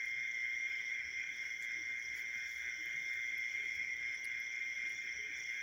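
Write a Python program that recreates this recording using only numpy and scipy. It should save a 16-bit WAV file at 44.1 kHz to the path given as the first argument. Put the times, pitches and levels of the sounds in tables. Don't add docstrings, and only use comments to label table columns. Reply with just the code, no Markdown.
import sys
import numpy as np
from scipy import signal
from scipy.fft import rfft, irfft
from scipy.io import wavfile
from scipy.ndimage import uniform_filter1d

SR = 44100
rng = np.random.default_rng(int(sys.argv[2]) if len(sys.argv) > 2 else 0)


def to_wav(s):
    ch = np.atleast_2d(s).T
    pcm = np.round(np.clip(ch, -1, 1) * 32767)
    wavfile.write(sys.argv[1], SR, pcm.astype(np.int16))


def linear_from_db(decibels):
    return 10 ** (np.asarray(decibels, float) / 20)


N = 247842


def read(points, hz):
    f, value = np.transpose(points)
    return np.interp(np.log(hz + 1), np.log(f + 1), value)


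def curve(rows, order):
    return np.interp(np.arange(N) / SR, *np.transpose(rows)[[0, order]])


def moments(rows, half_s):
    t = np.arange(0, N, 64) / SR
    total_db = sum(db * np.exp(-((t - s) / half_s) ** 2) for s, db in rows)
    return np.interp(np.arange(N) / SR, t, total_db)


def evened(x):
    return x / np.sqrt(np.mean(x ** 2) + 1e-20)


def coloured(x, points):
    gain = linear_from_db(read(points, np.fft.rfftfreq(N, 1 / SR)))
    return evened(irfft(rfft(x) * gain, N))


def drift(rate_hz):
    hz = np.arange(1000) * SR / N
    a, b = rng.standard_normal((2, len(hz)))
    spectrum = (a + 1j * b) * np.exp(-(hz / rate_hz) ** 2) * (hz > 0)
    coarse = evened(irfft(spectrum, 8192))
    return np.interp(np.arange(N) * len(coarse) / N, np.arange(len(coarse)), coarse)


def following(x, level_db, span):
    power = uniform_filter1d(uniform_filter1d(x ** 2, int(span)), int(span))
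    return linear_from_db(level_db) * x / np.sqrt(abs(power) + 1e-3)


def field(x, wet, t60):
    t = np.arange(SR // 2) / SR
    noise = rng.standard_normal(len(t))
    fade = linear_from_db(-60 * t / t60)
    turn = np.pi * 1.3 * np.arange(N) / SR
    tails = [noise * fade, noise[::-1] * fade, np.roll(noise, SR // 6) * fade]
    far = np.zeros(N)
    for k, tail in enumerate(tails):
        share = np.cos(turn + k * np.pi / 3) ** 2
        far += signal.fftconvolve(x * share, tail)[:N]
    far = np.interp(np.arange(N) + 60 * np.sin(turn), np.arange(N), far)
    return evened(evened(x) + wet * evened(far))


def triller():
    # (time [s], level [dB])
    trill_level = [(0.0, -40.5), (0.51, -39.5), (1.02, -41.5), (1.53, -42), (2.04, -42.5), (2.55, -44),
                   (3.07, -41.5), (3.58, -38.5), (4.09, -41.5), (4.6, -41.5), (5.11, -41), (5.62, -43.5)]
    # (multiple of the stroke rate [1], level [dB])
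    burrow = [(13, -33.5), (14, -18), (15, -24), (16, -10), (17, 1), (18, 10.5), (19, -7), (20, -20)]
    # (time [s], level [dB])
    close_level = [(0, -5), (.6, -4), (.95, -1), (1.35, 0), (1.8, -4), (2.6, -6), (3.2, -5), (3.55, 0),
                   (4.15, 0), (4.5, -4), (5, -3), (5.62, -5)]
    # (frequency [Hz], level [dB])
    near_colour = [(1700, -100), (1880, -29), (1940, -14), (1975, -6), (2020, -4.5), (2062, -3.5),
                   (2095, -1.5), (2130, 0), (2185, -1), (2230, -12), (2300, -26.5), (2500, -100)]
    # (time [s], level [dB])
    lulls = [(0.324, -1.5), (0.839, -2), (1.059, -4), (1.128, -2.5), (1.254, -3.5), (1.35, -7),
             (1.474, -1.5), (1.58, -4), (1.809, -1.5), (2.041, -3), (2.508, -1.5), (2.771, -3), (3.036, -1),
             (3.511, -4.5), (3.63, -3.5), (3.741, -3), (3.857, -1.5), (3.982, -3), (4.197, -5), (4.454, -2),
             (4.516, -2.5), (4.954, -4.8), (5.04, -5.5), (5.148, -5.5), (5.227, -2.5), (5.305, -6.5),
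             (5.373, -4), (5.441, -3)]
    # (time [s], level [dB])
    catches = [
        (1.12, -10),
        (3.771, -14),
        (3.865, -8),
        (4.445, -1),
        (4.6, -11),
        (4.738, -6),
    ]
    surges = [.45, .65, .92, 1.19, 1.75, 1.91, 2.36, 2.69, 2.98, 3.1, 3.8, 3.9, 4.07, 4.62, 4.87, 5.5]
    wing_hz, stroke_lead = 117.36, 0.366
    ring_wander_hz, loose_db = 4.0, -7
    evenness = 0.42

    turns = wing_hz * np.arange(N) / SR + stroke_lead
    wander = np.cumsum(drift(13.4)) / SR
    tones = []
    for k, db in burrow:
        tone_db = db + 1.5 * drift(11) * (k != 18)
        tones.append(linear_from_db(tone_db) * np.exp(2j * np.pi * k * turns))

    close = linear_from_db(curve(close_level, order=1))
    ring = np.exp(2j * np.pi * ring_wander_hz * wander) + close * in_step()
    ring = ring / (abs(ring) + 0.1) ** evenness
    group = evened((sum(tones[3:]) * ring).real)
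    group = group + close * linear_from_db(loose_db) * neighbours(near_colour, 116.9, 121.3, 0.75, 2.5, count=5)

    low = sum(tones[:3]) * np.exp(2j * np.pi * 2.8 * wander[::-1])
    throbbing = linear_from_db(effort(order=1) + 12.5) * low.real
    level_db = curve(trill_level, order=1) - 0.1
    level_db = level_db + moments(lulls, 0.03) + moments(catches, 0.0068)
    level_db = level_db + moments([(s, 2.5) for s in surges], 0.021)
    return following(group, level_db, 1300) + throbbing


def in_step():
    # (distance from the triller's pitch [Hz], level [dB])
    offsets = [(-21, -9), (-11, -4), (10, -2), (21, -6), (33, -7.5), (46, -9), (64, -12)]
    out = np.zeros(N, complex)
    for hz, db in offsets:
        phase = np.cumsum(hz + 4.0 * drift(5)) / SR + rng.random()
        out += linear_from_db(db + 2.5 * drift(5.6)) * np.exp(2j * np.pi * phase)
    return out / np.linalg.norm(linear_from_db(np.transpose(offsets)[1]))


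def neighbours(colour, low_hz, high_hz, wobble_hz, depth_db, count):
    out = np.zeros(N)
    for k in range(count):
        stroke_hz = low_hz + (high_hz - low_hz) * (k / count) ** 2.1 + wobble_hz * drift(5)
        strokes = np.diff(np.floor(np.cumsum(stroke_hz) / SR + rng.random()), prepend=0)
        out += strokes * linear_from_db(depth_db * drift(5.6))
    return coloured(out, colour)


def effort(order):
    # (peak time [s], low-voiced level [dB], high-voiced level [dB])
    throbs = [(0, -53, -52.5), (0.23, -52.5, -53.5), (0.48, -53, -57), (0.72, -52.5, -51.5),
              (0.99, -52, -51), (1.24, -52.6, -49), (1.46, -53.1, -56), (1.7, -52, -55), (1.94, -52, -56),
              (2.19, -52, -54.5), (2.41, -50.3, -54), (2.67, -49, -53.5), (2.91, -51, -56),
              (3.16, -50, -54.5), (3.38, -54.5, -54), (3.6, -54.5, -50.5), (3.82, -56.5, -48.5),
              (4.09, -54, -52), (4.35, -52.5, -52.5), (4.59, -54.5, -50.5), (4.84, -53, -51),
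              (5.07, -52.5, -51), (5.32, -52, -49), (5.59, -51, -51)]
    half_s = 0.12
    t = np.arange(0, N, 64) / SR
    power = sum(linear_from_db(row[order] * 2) * np.exp(-2 * ((t - row[0]) / half_s) ** 2) for row in throbs)
    return np.interp(np.arange(N) / SR, t, 10 * np.log10(power))


def crowd():
    # (frequency [Hz], level [dB])
    low_colour = [(1200, -100), (1400, -22), (1450, -11), (1500, -8), (1540, -1), (1590, -10), (1640, -4),
                  (1700, -12), (1780, -11), (1840, 0), (1880, -2), (1915, -11), (1960, -7), (2010, -30),
                  (2200, -100)]
    # (frequency [Hz], level [dB])
    high_colour = [(2000, -100), (2170, -8), (2230, 0), (2300, -3), (2420, -2), (2490, -20), (2590, -17),
                   (2670, -30), (2900, -100)]
    low = neighbours(low_colour, 107, 121, 2.5, 0.79, count=14)
    high = neighbours(high_colour, 107, 124, 2.5, 1.4, count=14)
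    return following(low, effort(order=1) - 1, 2600) + following(high, effort(order=2) - 0.7, 2800)


def crickets(level_db, band, stroke_hz, chirp_hz, glide_hz, count):
    t, out, unsteady = np.arange(N) / SR, np.zeros(N), drift(40)
    sway = 44.94 * drift(3.5)
    for hz in np.linspace(band[1][0], band[-2][0], count):
        a, b, c, d = rng.random(4)
        own = np.roll(unsteady, int(b * N))
        stroke = (t * stroke_hz * (0.9 + 0.2 * a) + b) % 1
        beat = np.sin(np.float32(2 * np.pi * (t * chirp_hz * (0.7 + 0.6 * c) + d)))
        chirp = np.clip(0.19 + 4.5 * beat, 0, 1)
        pip = np.sin(np.float32(np.pi * np.clip(stroke / 0.63, 0, 1))) ** 2
        pitch_hz = hz + 0.5 * sway + np.roll(sway, int(d * N)) + glide_hz * (0.3 - stroke) + 40 * own
        tone = np.cos(2 * np.pi * np.cumsum(pitch_hz) / SR)
        out += linear_from_db(read(band, hz)) * chirp * pip * tone
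    return following(field(out, 0.67, 1.0), uniform_filter1d(level_db, size=1500), 5600)


def lower_choir():
    # (time [s], level [dB])
    loudness = [(0, -61), (.8, -58), (1.1, -60.5), (1.4, -59.5), (2, -62), (2.9, -59.5), (3.7, -58.5),
                (3.95, -61.5), (5.62, -59)]
    # (time [s], level [dB])
    hushes = [
        (.59, -6.5),
        (1.05, -6.5),
        (1.85, -2.5),
        (2.0, -4),
        (2.26, -2),
        (2.96, -2),
        (3.44, 0),
        (3.87, -7.5),
        (4.2, -1),
        (5.15, -3),
    ]
    # (frequency [Hz], level [dB])
    band = [(2700, -30), (2850, -26.5), (3050, -7.5), (3300, 8), (3500, 0), (3650, -30.5), (3800, -35)]
    return crickets(curve(loudness, order=1) + moments(hushes, 0.027), band, 19.5, 2.2, 400, count=26)


def deep_chirps():
    chirp_hz, start_s, throb_db = 3.0, -0.03, 11.5
    rise, apart_s = 0.22, 4.3
    t = np.arange(N) / SR
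    share = (chirp_hz * (t - start_s)) % 1
    trail = np.clip((share - rise) / (1 - rise), 0, 1) ** 2.5
    ebb = np.maximum(1 - share / rise, trail)
    return -61 - throb_db * ebb * np.where(t < apart_s, 1, 0.4) - 1.3 * (t > apart_s)


def upper_choir():
    # (frequency [Hz], level [dB])
    band = [(4800, -30), (4950, -37.5), (5230, -12), (5400, -5.5), (5550, -13.5), (5700, -30)]
    return crickets(deep_chirps(), band, 30, 3.2, 400, count=14)


def throb(rate_hz, peak_s, depth_db):
    return -depth_db * np.sin(np.pi * rate_hz * (np.arange(N) / SR - peak_s)) ** 4


def shrill_choirs():
    # (time [s], slow choir level [dB], quick choir level [dB])
    loudness = [(0, -62, -68.5), (.6, -59.5, -67.5), (1.2, -61.5, -62.5), (1.8, -61.5, -61.5),
                (2.6, -59, -64.5), (3.4, -62.5, -62.5), (4.1, -63, -61.5), (4.5, -61, -62),
                (5, -67.5, -57.5), (5.62, -57.5, -58)]
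    # (frequency [Hz], level [dB])
    band = [(5250, -30), (5480, -5), (5750, -2), (5980, 0), (6080, -19.5), (6200, -35)]
    slow = linear_from_db(curve(loudness, order=1) + throb(3.34, 0.3, 7.5))
    quick = linear_from_db(curve(loudness, order=2) + throb(4.16, 0.13, 7.5))
    return crickets(20 * np.log10(np.hypot(slow, quick)), band, 32, 3.8, 400, count=18)


def lone_cricket():
    # (start time [s], wing strokes [count], peak level [dB])
    chirps = [
        (.277, 3, -68),
        (.699, 3, -67),
        (1.197, 3, -70),
        (1.984, 2, -69),
        (2.823, 3, -67),
        (3.262, 2, -69),
        (4.521, 3, -65),
        (4.946, 3, -61),
        (5.364, 3, -61),
    ]
    stroke_s, edge_stroke_db = 0.0353, -1.5
    t, train = np.arange(800) / SR, np.zeros(N)
    for s, strokes, peak_db in chirps:
        k = np.arange(strokes)
        at = ((s + k * stroke_s) * SR).astype(int) - 250
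        train[at] = linear_from_db(peak_db + 3.5 + edge_stroke_db * (k != 1))
    pip = np.hanning(len(t)) * np.sin(2 * np.pi * (6730 * t - 3500 * t ** 2))
    near = signal.fftconvolve(train, pip)[:N]
    return np.sqrt(np.mean(near ** 2)) * field(near, 0.25, 0.22)


def snaps():
    # (time [s], peak level [dB], pitch [Hz], low knock level [dB])
    cracks = [(0.019, -69, 10040, 0), (0.0577, -56, 9800, -20.5), (1.366, -63, 9900, -18),
              (1.4154, -66, 9770, -12), (1.4651, -66, 10100, -6), (1.601, -63, 9870, -18.5),
              (1.625, -44, 7370, -10), (1.644, -58, 7480, -10), (1.7193, -57.5, 6750, -8),
              (2.515, -54.5, 14300, -2), (2.577, -59, 9300, -9), (2.7906, -73, 14300, -6),
              (2.858, -51, 13950, -24), (2.881, -57.5, 13540, -14), (2.9247, -68, 9690, -9),
              (3.138, -53, 9600, -14), (3.3809, -46, 12130, -30.5), (3.7513, -61, 8500, -20),
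              (3.9669, -57, 14500, -19), (4.148, -56, 10150, -10), (4.2455, -43, 9700, -2),
              (4.2543, -47, 10400, 4), (4.401, -51.5, 11940, -29), (4.8968, -54, 10040, -13),
              (5.0464, -69, 9360, -12), (5.2443, -66, 7660, -8), (5.375, -59, 7540, -16),
              (5.387, -63.5, 10050, -14), (5.4394, -66, 7550, -2)]
    t, out = (np.arange(1800) - 600) / SR, np.zeros(N + 1800)
    u = t - 4e-4
    hiss = uniform_filter1d(rng.standard_normal((len(cracks), 1800)), size=14, axis=1)
    for (s, peak_db, hz, low_db), noise in zip(cracks, hiss):
        shape = np.exp(-(u / 0.00049) ** 2) + 0.63 * noise * np.exp(-abs(u) / 0.0031)
        ring = np.sin(2 * np.pi * hz * t) * shape
        knock = linear_from_db(low_db) * np.sin(2 * np.pi * 4800 * t) * np.exp(-(u / 0.00032) ** 2)
        tick_db = -68 + 0.35 * (peak_db + 58.0)
        tick = linear_from_db(tick_db - peak_db) * np.sin(2 * np.pi * 13000 * u) * np.exp(-(u / 6e-5) ** 2)
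        out[round(s * SR):][:1800] += linear_from_db(peak_db + 0.9) * (ring + knock + tick)
    return out[600:N + 600]


def rustle():
    # (time [s], half length [s], body level [dB], airy top level [dB])
    brushes = [(0.06, 0.05, -78, -81.5), (0.555, 0.044, -91, -80.5), (1.46, 0.22, -81, -85),
               (1.635, 0.022, -68.5, -84), (2.015, 0.082, -81, -84), (2.182, 0.036, -69, -66),
               (2.374, 0.046, -79, -75.5), (2.497, 0.043, -72.5, -73.5), (2.569, 0.074, -73.5, -80),
               (2.723, 0.91, -82, -89), (2.838, 0.067, -86, -75.5), (3.005, 0.058, -81, -82),
               (3.14, 0.056, -75, -76), (3.249, 0.049, -81, -83), (3.401, 0.028, -79.5, -75.5),
               (3.522, .06, -78.5, -88), (3.669, 0.1, -77, -85), (3.758, .02, -74, -74.5),
               (4.907, 0.044, -74.5, -90), (5.013, .08, -81.5, -85), (5.383, 0.025, -77.5, -85.5),
               (5.525, 0.17, -78, -86.5)]
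    # (frequency [Hz], level [dB])
    grass_colour = [(2000, -81), (3000, -24.5), (4300, -0.5), (6800, 6), (7600, -4), (8400, -32.5),
                    (9800, -9.5), (11500, -12.5), (13500, -17.5), (15800, -5.5), (17000, -66.5)]
    # (frequency [Hz], level [dB])
    top_colour = [(11000, -81), (13000, -26.5), (14000, -10), (14800, 0.5), (15400, 0.5), (15900, -3.5),
                  (16600, -64.5)]
    t, blades = np.arange(140) / SR, rng.standard_normal(N)
    clumps = linear_from_db(2 * drift(25))
    for hz in np.geomspace(8500, 15500, 14):
        sizes = linear_from_db(3 * np.minimum(rng.exponential(1, N), 4))
        sizes = sizes * (rng.random(N) < 120 * clumps / SR)
        crackle = np.hanning(140) * np.sin(2 * np.pi * hz * t)
        blades += 0.28 * evened(np.convolve(sizes, crackle)[:N])

    clock = np.arange(N) / SR
    body = np.zeros(N)
    top = np.full(N, linear_from_db(-81.0)) * linear_from_db(1.8 * drift(14))
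    for s, half, body_db, top_db in brushes:
        swell = np.exp(-((clock - s) / half) ** 2)
        body = np.hypot(body, linear_from_db(body_db) * swell)
        top = np.hypot(top, linear_from_db(top_db) * swell)
    air = rng.standard_normal(N) + 0.3 * evened(blades)
    return linear_from_db(6.5) * body * coloured(blades, grass_colour) + top * coloured(air, top_colour)


def swelling_tones(rows):
    out = np.zeros(N + SR)
    for s, half, db, hz in rows:
        t = np.arange(-3 * half, 3 * half, 1 / SR)
        tone = np.exp(-(t / half) ** 2) * np.cos(2 * np.pi * hz * t)
        out[round((s - 3 * half) * SR):][:len(t)] += linear_from_db(db) * tone
    return out[:N]


def stem_taps():
    # (time [s], peak level [dB], pitch [Hz])
    taps = [(0.0179, -56, 3890), (2.3421, -64, 4360), (2.5172, -59, 4900), (3.1378, -59, 4190),
            (3.3997, -64, 4190), (3.5493, -54, 4630), (3.6336, -62, 4340), (3.7065, -61, 4590),
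            (3.8003, -58, 3830), (4.373, -53, 4030), (4.8963, -56, 4400), (5.436, -58, 4750),
            (4.156, -54, 10000), (4.2459, -44, 12300), (4.2459, -48, 15200), (4.2547, -43, 12100),
            (4.2655, -54, 10200), (4.386, -56, 15000)]
    # (time [s], peak level [dB], pitch [Hz])
    blade_ticks = [(1.9562, -67, 9640), (1.9941, -64, 9140), (2.026, -65, 10900), (2.044, -67, 10900),
                   (2.1662, -62, 11000), (2.1747, -54, 10400), (2.3014, -63, 10700), (2.3847, -73, 10900),
                   (2.576, -59, 9500), (2.6222, -65, 9990), (2.7913, -71, 9610), (2.8567, -62, 10400),
                   (2.927, -69, 9640), (2.9948, -68, 9710), (3.0537, -69, 10300), (3.1375, -58, 9930),
                   (3.1949, -70, 9260), (3.2138, -69, 9910)]
    stems = [(s, 0.0006, db - 8, hz) for s, db, hz in taps]
    blades = [(s + 0.001, 0.0011, db - 4, hz) for s, db, hz in blade_ticks]
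    return swelling_tones(stems + blades)


def footfalls():
    # (peak time [s], half length [s], peak level [dB], pitch [Hz])
    bumps = [(.19, .025, -67, 130), (.45, .03, -68, 75), (0.849, .03, -75, 76), (1.065, 0.028, -64.5, 72),
             (1.19, .03, -70, 75), (1.73, .025, -68.5, 73), (1.86, .03, -66.5, 85), (2.111, .045, -68, 66),
             (2.372, 0.023, -66, 110), (2.459, .03, -71, 78), (2.565, .025, -66, 70), (2.651, .05, -66, 68),
             (2.9, 0.018, -67, 75), (2.965, .025, -66, 157), (3.02, 0.018, -68, 150), (3.17, .03, -71, 80),
             (3.339, .03, -70.5, 215), (3.541, .03, -72, 80), (3.639, .03, -71.5, 219),
             (3.802, 0.064, -64, 78), (3.969, .025, -67, 80), (4.85, .025, -73, 220), (5.17, .045, -67, 66),
             (5.5, .025, -71, 75)]
    return swelling_tones(bumps)


def peeps():
    # (peak time [s], half length [s], peak level [dB], pitch [Hz])
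    far_chirps = [(.15, .025, -74, 5000), (0.238, .03, -78, 4720), (.33, .025, -76, 5000),
                  (.54, .025, -75, 6400), (.61, .025, -76, 4980), (.85, .03, -76.5, 4720),
                  (1.116, .035, -76, 4990), (1.5, .03, -76, 4700), (1.86, .04, -75, 4720),
                  (2.202, .03, -76, 4400), (2.45, .03, -79, 4570), (3.08, .04, -78, 4370),
                  (3.3, .04, -78, 4350), (3.52, .05, -75, 4350), (3.65, .03, -77, 4350),
                  (.7, .06, -83, 970), (1.998, .06, -82, 970), (2.897, .06, -86, 974),
                  (3.298, .03, -79, 640), (3.828, .03, -76, 650), (4.5, .06, -80, 970),
                  (5.3, .05, -84, 960), (3.66, .02, -69, 360), (5.054, .025, -72, 375),
                  (5.421, .025, -69, 420)]
    return swelling_tones(far_chirps)


def croaks():
    # (peak time [s], half length [s], level [dB], pitch [Hz])
    calls = [
        (0.62, 0.035, -73, 310),
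        (1.796, 0.03, -65.5, 320),
        (1.897, 0.024, -67, 304),
        (2.367, 0.026, -74, 230),
        (2.832, 0.038, -68.5, 314),
        (3.62, 0.033, -70.5, 401),
        (4.864, 0.024, -68.5, 340),
        (5.235, 0.06, -68.5, 424),
        (5.302, 0.024, -73, 298),
    ]
    t, out = np.arange(N) / SR, np.zeros(N)
    for s, half, db, hz in calls:
        swell = np.exp(-((t - s) / half) ** 2)
        out += linear_from_db(db + 9) * swell * (0.51 + 0.47 * drift(45)) * np.sin(2 * np.pi * hz * t)
    return out


def strays():
    # (time [s], level [dB])
    joins = [(.8, 10), (1.47, 11), (2.3, 6.5), (2.75, 7), (2.93, 12), (3.55, 7), (3.72, 6), (4.08, 10),
             (4.27, 13), (4.72, 8), (4.9, 13), (5.5, 14)]
    # (frequency [Hz], level [dB])
    band = [(2650, -30), (2780, -2.5), (2880, -1.5), (3000, -3), (3100, -30)]
    return crickets(-80.5 + moments(joins, 0.07), band, 20, 2.9, 300, count=3)


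def thin_singers():
    # (time [s], level [dB])
    loudness = [(0, -79), (.3, -79), (.7, -86), (1.3, -78), (1.8, -78), (2.4, -76), (3, -81), (3.5, -75),
                (4.1, -83.5), (4.9, -78.5), (5.62, -73)]
    # (frequency [Hz], level [dB])
    band = [(6150, -30), (6260, -0.5), (6340, 2), (6420, -30)]
    return crickets(curve(loudness, order=1), band, 30, 3, 100, count=2)


def floor():
    # (frequency [Hz], level [dB])
    floor_colour = [(15, -31), (31, -20), (50, -7), (72, 0.5), (85, -2), (250, -8.5), (380, -5), (480, -12),
                    (900, -17.5), (1350, -15), (2700, -19.5), (4300, -23), (6900, -22), (8300, -34.5),
                    (10000, -34), (13000, -35.5)]
    # (time [s], level [dB])
    gusts = [
        (.2, 1.5),
        (1.07, 2),
        (1.75, 2),
        (2.12, 3),
        (2.57, -1),
        (2.98, 4),
        (3.8, 6),
        (5.17, 0),
    ]
    noise = coloured(rng.standard_normal(N), floor_colour)
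    bass = signal.sosfiltfilt(signal.butter(2, 500, fs=SR, output="sos"), noise)
    breeze = linear_from_db(-73 + moments(gusts, 0.05)) * linear_from_db(1.5 * drift(12)) * evened(bass)
    return breeze + linear_from_db(-65.5 + 1.3 * drift(13.0)) * (noise - bass)


def scene():
    mole_crickets = triller() + crowd()
    field_crickets = lower_choir() + upper_choir() + shrill_choirs() + lone_cricket()
    steps = snaps() + rustle() + stem_taps() + footfalls()
    far = peeps() + croaks() + strays() + thin_singers() + floor()
    return (mole_crickets + field_crickets + steps + far)[None]


def low_pass(x):
    return signal.sosfilt(signal.butter(12, 16770, fs=SR, output="sos"), x)


def record(dry):
    headroom, edge_hz = 0.058, 15830
    rounded = headroom * np.tanh(dry / headroom)
    hz = np.fft.rfftfreq(N, 1 / SR)
    mix = irfft(rfft(rounded) * (hz < edge_hz), N)
    return low_pass(mix)


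dry = scene()
out = record(dry)
to_wav(out)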